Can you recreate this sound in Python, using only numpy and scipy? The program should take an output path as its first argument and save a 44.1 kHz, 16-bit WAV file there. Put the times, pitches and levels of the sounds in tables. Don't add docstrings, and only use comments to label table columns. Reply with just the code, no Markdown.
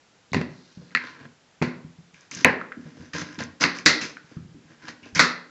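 import sys
import numpy as np
from scipy import signal
from scipy.fft import rfft, irfft, next_fast_len
from scipy.io import wavfile

SR = 44100
rng = np.random.default_rng(int(sys.argv[2]) if len(sys.argv) > 2 else 0)


def master_out(mix):
    frames = np.transpose(np.atleast_2d(mix))
    ceiling = np.clip(frames, -1, 1)
    pcm = np.round(ceiling * 32767).astype(np.int16)
    wavfile.write(sys.argv[1], SR, pcm)


def ratio_of_db(decibels):
    return 10 ** (np.asarray(decibels, float) / 20)


N = 242550


def unit(x):
    return x / np.sqrt(np.mean(x ** 2) + 1e-20)


def add(track, start_s, sound):
    place = track[round(start_s * SR):][:len(sound)]
    place += sound[:len(place)]


def along(points, hz):
    point_hz, value = np.transpose(points)
    return np.interp(np.log(hz + 1), np.log(point_hz + 1), value)


def filtered(x, response):
    m = next_fast_len(len(x) + 8192)
    return irfft(rfft(x, m) * response(np.fft.rfftfreq(m, 1 / SR)), m)[:len(x)]


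def colored(x, spectrum):
    return unit(filtered(x, lambda f: ratio_of_db(along(spectrum, f))))


def resonances(modes, f):
    total = 0
    for k, (hz, width_hz, db) in enumerate(modes):
        total = total + (-1) ** k * ratio_of_db(db) * 1j * f * width_hz / (hz * hz - f * f + 1j * f * width_hz)
    return total


def dull(f, top_hz):
    return 1 / (1 + 1j * f / top_hz) ** 2


# pitch_hz, t60_s
ROOM_DECAY = [(120, 0.44), (300, 0.59), (1000, 0.47), (2000, 0.41), (4500, 0.38), (7500, 0.25)]


def kitchen(x):
    gap_s, early_db, early_s = 0.0013, -3, 0.14
    hz, t, z = signal.stft(rng.standard_normal(SR // 2), SR, nperseg=256)
    decay = ratio_of_db(-60 * t / along(ROOM_DECAY, hz)[:, None])
    tail = signal.istft(z * decay, SR, nperseg=256)[1]
    t = np.arange(len(tail)) / SR
    early = 1 + ratio_of_db(early_db - 60 * t / early_s)
    tail = tail * early * np.clip(t / gap_s - 1, 0, 1)
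    return signal.fftconvolve(x, tail / np.linalg.norm(tail))


# pitch_hz, level_db
HISS_SPECTRUM = [(24, -37.5), (40, -15.5), (151, -8), (367, -13), (438, -10), (598, -14), (872, -13.5),
                 (1090, -17), (1330, -14.5), (2640, -18), (7000, -22.5), (8000, -22.5), (10400, -58.5),
                 (17600, -120)]


def hiss():
    return ratio_of_db(-60.5) * colored(rng.standard_normal(N), HISS_SPECTRUM)


# pitch_hz, level_db, t60_s
TABLE_MODES = [(64, -18, 0.044), (90, -4.5, 0.13), (129, 2.5, 0.1), (160.5, 5.5, 0.16), (178, -3, .3),
               (210.5, -9.5, 0.44), (244.7, 2.66, 0.26), (302.5, 1, 0.12), (354.6, -9, 0.36),
               (387.4, -12.5, 0.31), (500, -15, 0.18)]
# start_s, level_db (peak), pitch_hz (loudest mode)
SETTLES = [(.345, -14.5, 263), (.355, -11, 246), (.375, -16.5, 128.4), (.365, -19.5, 347), (.412, -19, 195),
           (.95, -28, 248), (1.617, -9, 149), (1.622, -16, 347), (2.856, -31, 151), (3.001, -31.5, 94),
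           (3.143, -28, 140), (3.219, -25.5, 176), (4.021, -25.5, 214), (4.547, -31.5, 281),
           (5.165, -20, 168), (5.225, -20.5, 398)]
# start_s, level_db (peak), pitch_hz (loudest mode)
PATS = [(.321, -18.5, 132.7), (.499, -27.5, 177), (.774, -26.5, 140), (1.848, -27.5, 141),
        (1.987, -36, 143), (2.139, -41.5, 153.2), (4.244, -43, 133), (4.369, -19, 136), (4.45, -30, 118.7),
        (4.49, -38.5, 163.4), (4.654, -41, 137), (5.03, -41.5, 94.2), (5.129, -31.5, 91.6)]
# start_s, level_db (peak), pitch_hz (loudest mode)
JOLTS = [(2.33, -38, 292), (2.367, -27, 178), (2.419, -26, 283), (2.4485, -5, 255), (2.455, -17, 500),
         (2.772, -24, 274), (3.179, -24.5, 302), (3.382, -25, 296.5), (3.486, -36, 95), (3.617, -25, 121.6),
         (3.638, -12, 287), (3.86, -9, 303.7), (4.835, -34.5, 306), (4.888, -33.5, 300), (5.025, -39, 286),
         (5.193, -12.5, 296)]


def thump(level_db, loudest_hz, low_db, high_db, contact_ms, decay):
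    t = np.arange(SR // 2) / SR
    hz, mode_db, t60_s = np.transpose(TABLE_MODES)[:, :, None]
    level_chance, pitch_chance, phase_chance = rng.standard_normal((3, len(TABLE_MODES), 1))
    push_db = np.where(hz < 200, low_db, high_db)
    gain = ratio_of_db(mode_db + 3.3 * level_chance + push_db - 60 * t / (t60_s * decay))
    detuned_hz = hz * (1 + 0.0088 * pitch_chance)
    ring = (gain * np.sin(2 * np.pi * detuned_hz * t + 0.7 * phase_chance)).sum(0)
    ring += ratio_of_db(8.5 - 60 * t / (0.15 * decay)) * np.sin(2 * np.pi * loudest_hz * t)
    rise = (1 - np.exp(-t / (contact_ms / 1000 + 1e-4))) ** 2
    return ratio_of_db(level_db - 17) * rise * ring


def thumps():
    kinds = ((SETTLES, dict(low_db=2.23, high_db=0.6, contact_ms=1.21, decay=0.91)),
             (PATS, dict(low_db=3, high_db=-6.5, contact_ms=1.5, decay=0.99)),
             (JOLTS, dict(low_db=-3, high_db=-0.9, contact_ms=1.5, decay=1.14)))
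    out = np.zeros(N)
    for events, push in kinds:
        for start_s, level_db, loudest_hz in events:
            add(out, start_s - 0.002, thump(level_db, loudest_hz, **push))
    return out + ratio_of_db(-7.0) * kitchen(out)[:N]


# start_s, level_db (peak), pitch_hz, room_db
TICKS = [(.319, -35.5, 3870, -2.5), (.908, -43.5, 2100, -4), (1.254, -41, 1635, -14),
         (2.143, -43.5, 6450, -4), (2.145, -38.5, 2360, -1.5), (2.21, -40.5, 6200, -10),
         (2.313, -26, 6340, -2), (2.317, -26.5, 2300, -3.5), (2.325, -35, 6500, -13),
         (2.35, -19.5, 6300, -13), (2.355, -24.5, 6270, -7), (2.614, -21, 1350, -7.5),
         (2.720, -24, 1474, -7.5), (2.724, -27.5, 1880, -7), (2.853, -57, 2000, 5),
         (3.329, -42.5, 6050, -10), (3.346, -36, 5500, -18), (3.405, -24.5, 4800, -5),
         (3.438, -25, 6000, -14), (3.601, -37, 5500, -1.5), (3.771, -33.5, 6000, -7),
         (3.787, -23, 5500, -11), (3.7883, -26, 2320, -8), (4.170, -27.5, 1483, -7.5),
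         (4.171, -34, 2200, -22), (4.372, -44, 1300, -2), (4.825, -46, 1580, 6), (5.03, -44.5, 2500, 12),
         (5.1504, -18, 5340, 6)]


def ticks():
    out, t = np.zeros(N), np.arange(SR // 40) / SR
    for start_s, level_db, hz, room_db in TICKS:
        snap = (t == 0) + 0.05 * rng.standard_normal(len(t)) * ratio_of_db(-60 * t / 0.0082)
        ring = filtered(snap, lambda f: resonances([(hz, 0.3 * hz, 0)], f) ** 2)
        dry = ratio_of_db(level_db) * ring / np.abs(ring).max()
        add(out, start_s - 0.0003, dry)
        add(out, start_s, ratio_of_db(room_db) * kitchen(dry))
    return out


def grit(rate, spread_db, life_s):
    strength = ratio_of_db(spread_db * np.minimum(rng.exponential(size=N), 2.4))
    tears = (rng.random(N) < rate / SR) * strength
    bumps = signal.lfilter([1], [1, -np.exp(-1 / (life_s * SR))], tears)
    return rng.standard_normal(N) * (0.55 + unit(bumps))


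# pitch_hz, width_hz, level_db
WOOD = [(480, 200, 4), (1037, 134, 7)]
# pitch_hz, level_db
RASP = [(290, -51), (500, -26), (797, -24.5), (994, -10.5), (1260, -16), (1570, -5.5), (1810, -11),
        (3300, -24), (4290, -31.5), (7260, -120)]
# pitch_hz, level_db
SLIDE = [(1650, -31), (2800, -8), (3160, -2), (4120, 11), (5930, 6), (7700, -9), (8200, -29), (10700, -64),
         (18000, -120)]
# pitch_hz, level_db
CRUNCH = [(1650, -28.5), (2800, -10), (4310, -5), (5110, 1.5), (5650, -3.5), (6180, -1), (7010, -10.5),
          (8200, -19), (10700, -51), (18000, -120)]
# start_s, hold_s, rasp_db, crunch_db, rumble_db
CUTS = [(0.507, .25, -64.5, -59, -68), (0.774, 0.13, -64, -62.5, -48), (0.914, 0.011, -53.5, -63, -41),
        (0.994, 0.048, -39.5, -61, -43), (1.04, 0.064, -41.5, -51, -44), (1.128, 0.13, -49.5, -63.5, -43.5),
        (2.14, 0.12, -57, -62.5, -58.5), (2.314, 0.11, -42, -39, -39), (3.136, .08, -32, -35, -33),
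        (3.26, .1, -47, -54, -43.5), (3.388, 0.031, -30, -39.5, -29.5), (3.608, .028, -28, -22.5, -32),
        (3.749, 0.047, -41.5, -42.5, -43.5), (4.013, 0.036, -35.5, -33, -32.5),
        (5.028, 0.061, -50.5, -55.5, -46), (5.152, 0.05, -31.5, -31.5, -30.5)]
# peak_s, slope_s (rise and fall), rasp_db, crunch_db, rumble_db
SWEEPS = [
    (2.864, 0.16, -53, -60, -45),
    (3.036, .11, -48.5, -54.5, -39),
    (4.1, .07, -66, -48, -48.5),
    (4.326, 0.18, -54.5, -61.5, -48),
    (4.718, 0.099, -53, -62.5, -45),
    (4.84, 0.036, -42.5, -55, -40),
    (4.892, 0.036, -31.5, -38, -36),
]


def strokes():
    t, gains = np.arange(N) / SR, np.zeros((3, N))
    bite_s, let_go_s, fade_db = 0.0052, 0.039, 20
    cutting_s = 2
    shapes = [(s, s + hold_s, bite_s, let_go_s, db) for s, hold_s, *db in CUTS]
    shapes += [(s, s, slope_s, slope_s, db) for s, slope_s, *db in SWEEPS]
    for start_s, end_s, rise_s, fall_s, levels_db in shapes:
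        away = np.maximum(np.maximum((start_s - t) / rise_s, (t - end_s) / fall_s), 0)
        gains += np.outer(ratio_of_db(np.array(levels_db)), ratio_of_db(-fade_db * away))
    torn = grit(rate=900, spread_db=3.5, life_s=0.00077)
    rasp = colored(torn, RASP)
    edge = np.where(t < cutting_s, colored(torn, SLIDE), colored(torn, CRUNCH))
    body = [(hz, 45, db) for hz, db, _ in TABLE_MODES[2:]] + [(WOOD[0][0], 120, -5)]
    shaking = grit(rate=30, spread_db=8.0, life_s=0.0081)
    rumble = unit(filtered(shaking, lambda f: resonances(body, f)))
    dry = (gains * [rasp, edge, ratio_of_db(-2.5) * rumble]).sum(0)
    return ratio_of_db(-5.0) * dry + ratio_of_db(-12.0) * kitchen(dry)[:N]


# pitch_hz, width_hz, level_db
BOARD_RING = [(1330, 180, -6.5), (2236, 330, 0), (2630, 340, -9.5)]
# pitch_hz, width_hz, level_db
STEEL = [(3360, 1400, -3), (4130, 1200, 10), (4900, 2800, 4.5), (5250, 1200, -4), (7220, 4900, -19.5)]
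# start_s, level_db (peak), pitch_hz (ring), steel_db, room_db
KNOCKS = [(.333, -15.5, 2110, -7, 0), (.3451, -7, 2030, -11.5, -7), (.3675, -13.5, 2070, -15.5, -5),
          (.4136, -14.5, 1990, -15, -7), (1.6168, -19.5, 1466, -17, 3.5), (1.624, -10.5, 2100, -11, -2),
          (2.4518, 0, 1710, -24, 1), (3.1482, -35.5, 1570, -3, -8), (3.218, -22.5, 2140, -6.5, -3),
          (3.226, -51, 1570, 0, -18), (3.6162, -14, 1127, -11, 7), (4.883, -22, 1870, -6.5, -7.5)]
# start_s, level_db (peak), pitch_hz (ring), steel_db, room_db
RAPS = [
    (.9503, 1.5, 2056, -17, -10.5),
    (.9605, -8.5, 1790, -16, -9.5),
    (.972, -8.5, 1688, -22.5, -7),
    (2.4466, 11, 2085, -22.5, -11.5),
    (3.6388, 3.5, 2063, -10.5, -5.5),
]
# start_s, level_db (peak), pitch_hz (ring), steel_db, room_db
CHOPS = [
    (3.135, -49, 1620, -2, -1),
    (3.389, -34.5, 1470, 8.5, -13.5),
    (3.648, -13.5, 1773, -3, -5.5),
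    (3.8557, -23.5, 1690, 6, 3),
    (3.861, 3, 2057, -2, 3),
    (4.015, -23.5, 2550, -1.5, 3),
    (5.157, -17.5, 2150, -8, 8),
    (5.1934, 0.5, 1330, -2, -1.5),
    (5.1957, -6.5, 2016, -5.5, 11),
]


def blows():
    kinds = ((KNOCKS, dict(wood_db=-7.5, width_hz=561.5, lag_s=0, core_hz=4499, span_hz=5500)),
             (RAPS, dict(wood_db=-28.5, width_hz=559.5, lag_s=0, core_hz=4401, span_hz=1199.5)),
             (CHOPS, dict(wood_db=-16.5, width_hz=478, lag_s=0.0003, core_hz=5250, span_hz=4199)))
    out = np.zeros(N)
    for events, kind in kinds:
        for event in events:
            blow(out, *event, **kind)
    return out


def blow(out, start_s, level_db, hz, steel_db, room_db, wood_db, width_hz, lag_s, core_hz, span_hz):
    t = np.arange(SR // 20) / SR
    click = 1. * (t == 0)

    def part(db, response):
        sound = filtered(click, response)
        return ratio_of_db(level_db + db) * sound / np.abs(sound).max()

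    struck = part(-3, lambda f: resonances([(hz, width_hz, 0)], f) ** 2)
    board = part(-5, lambda f: resonances(BOARD_RING, f) * dull(f, top_hz=2600))
    wood = part(wood_db, lambda f: resonances(WOOD, f) * dull(f, top_hz=1300))
    steel = part(steel_db, lambda f: resonances(STEEL, f) * resonances([(core_hz, span_hz, 0)], f))
    low = struck + board + wood
    body = np.roll(low, round(lag_s * SR)) + steel
    chatter = click + 0.22 * rng.standard_normal(len(t)) * ratio_of_db(-60 * t / 0.016)
    add(out, start_s - 0.0003, ratio_of_db(-4.5) * signal.fftconvolve(chatter, body))
    add(out, start_s, ratio_of_db(room_db + 0.5) * kitchen(low))
    add(out, start_s, ratio_of_db(room_db + 2.0) * kitchen(steel))


def scene():
    return (hiss() + thumps() + ticks() + strokes() + blows())[None]


def low_pass(x):
    return signal.sosfilt(signal.butter(12, 16520, fs=SR, output="sos"), x)


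def record(dry):
    bass_hz, top_hz, clip_knee = 46, 7743, 14

    def microphone(f):
        low_cut = (1j * f / bass_hz / (1 + 1j * f / bass_hz)) ** 2
        return low_cut / (1 + (f / top_hz) ** 44)

    narrow = filtered(dry[0], microphone)
    clipped = narrow / (1 + np.abs(narrow) ** clip_knee) ** (1 / clip_knee)
    return low_pass(clipped[None])


dry = scene()
out = record(dry)
master_out(out)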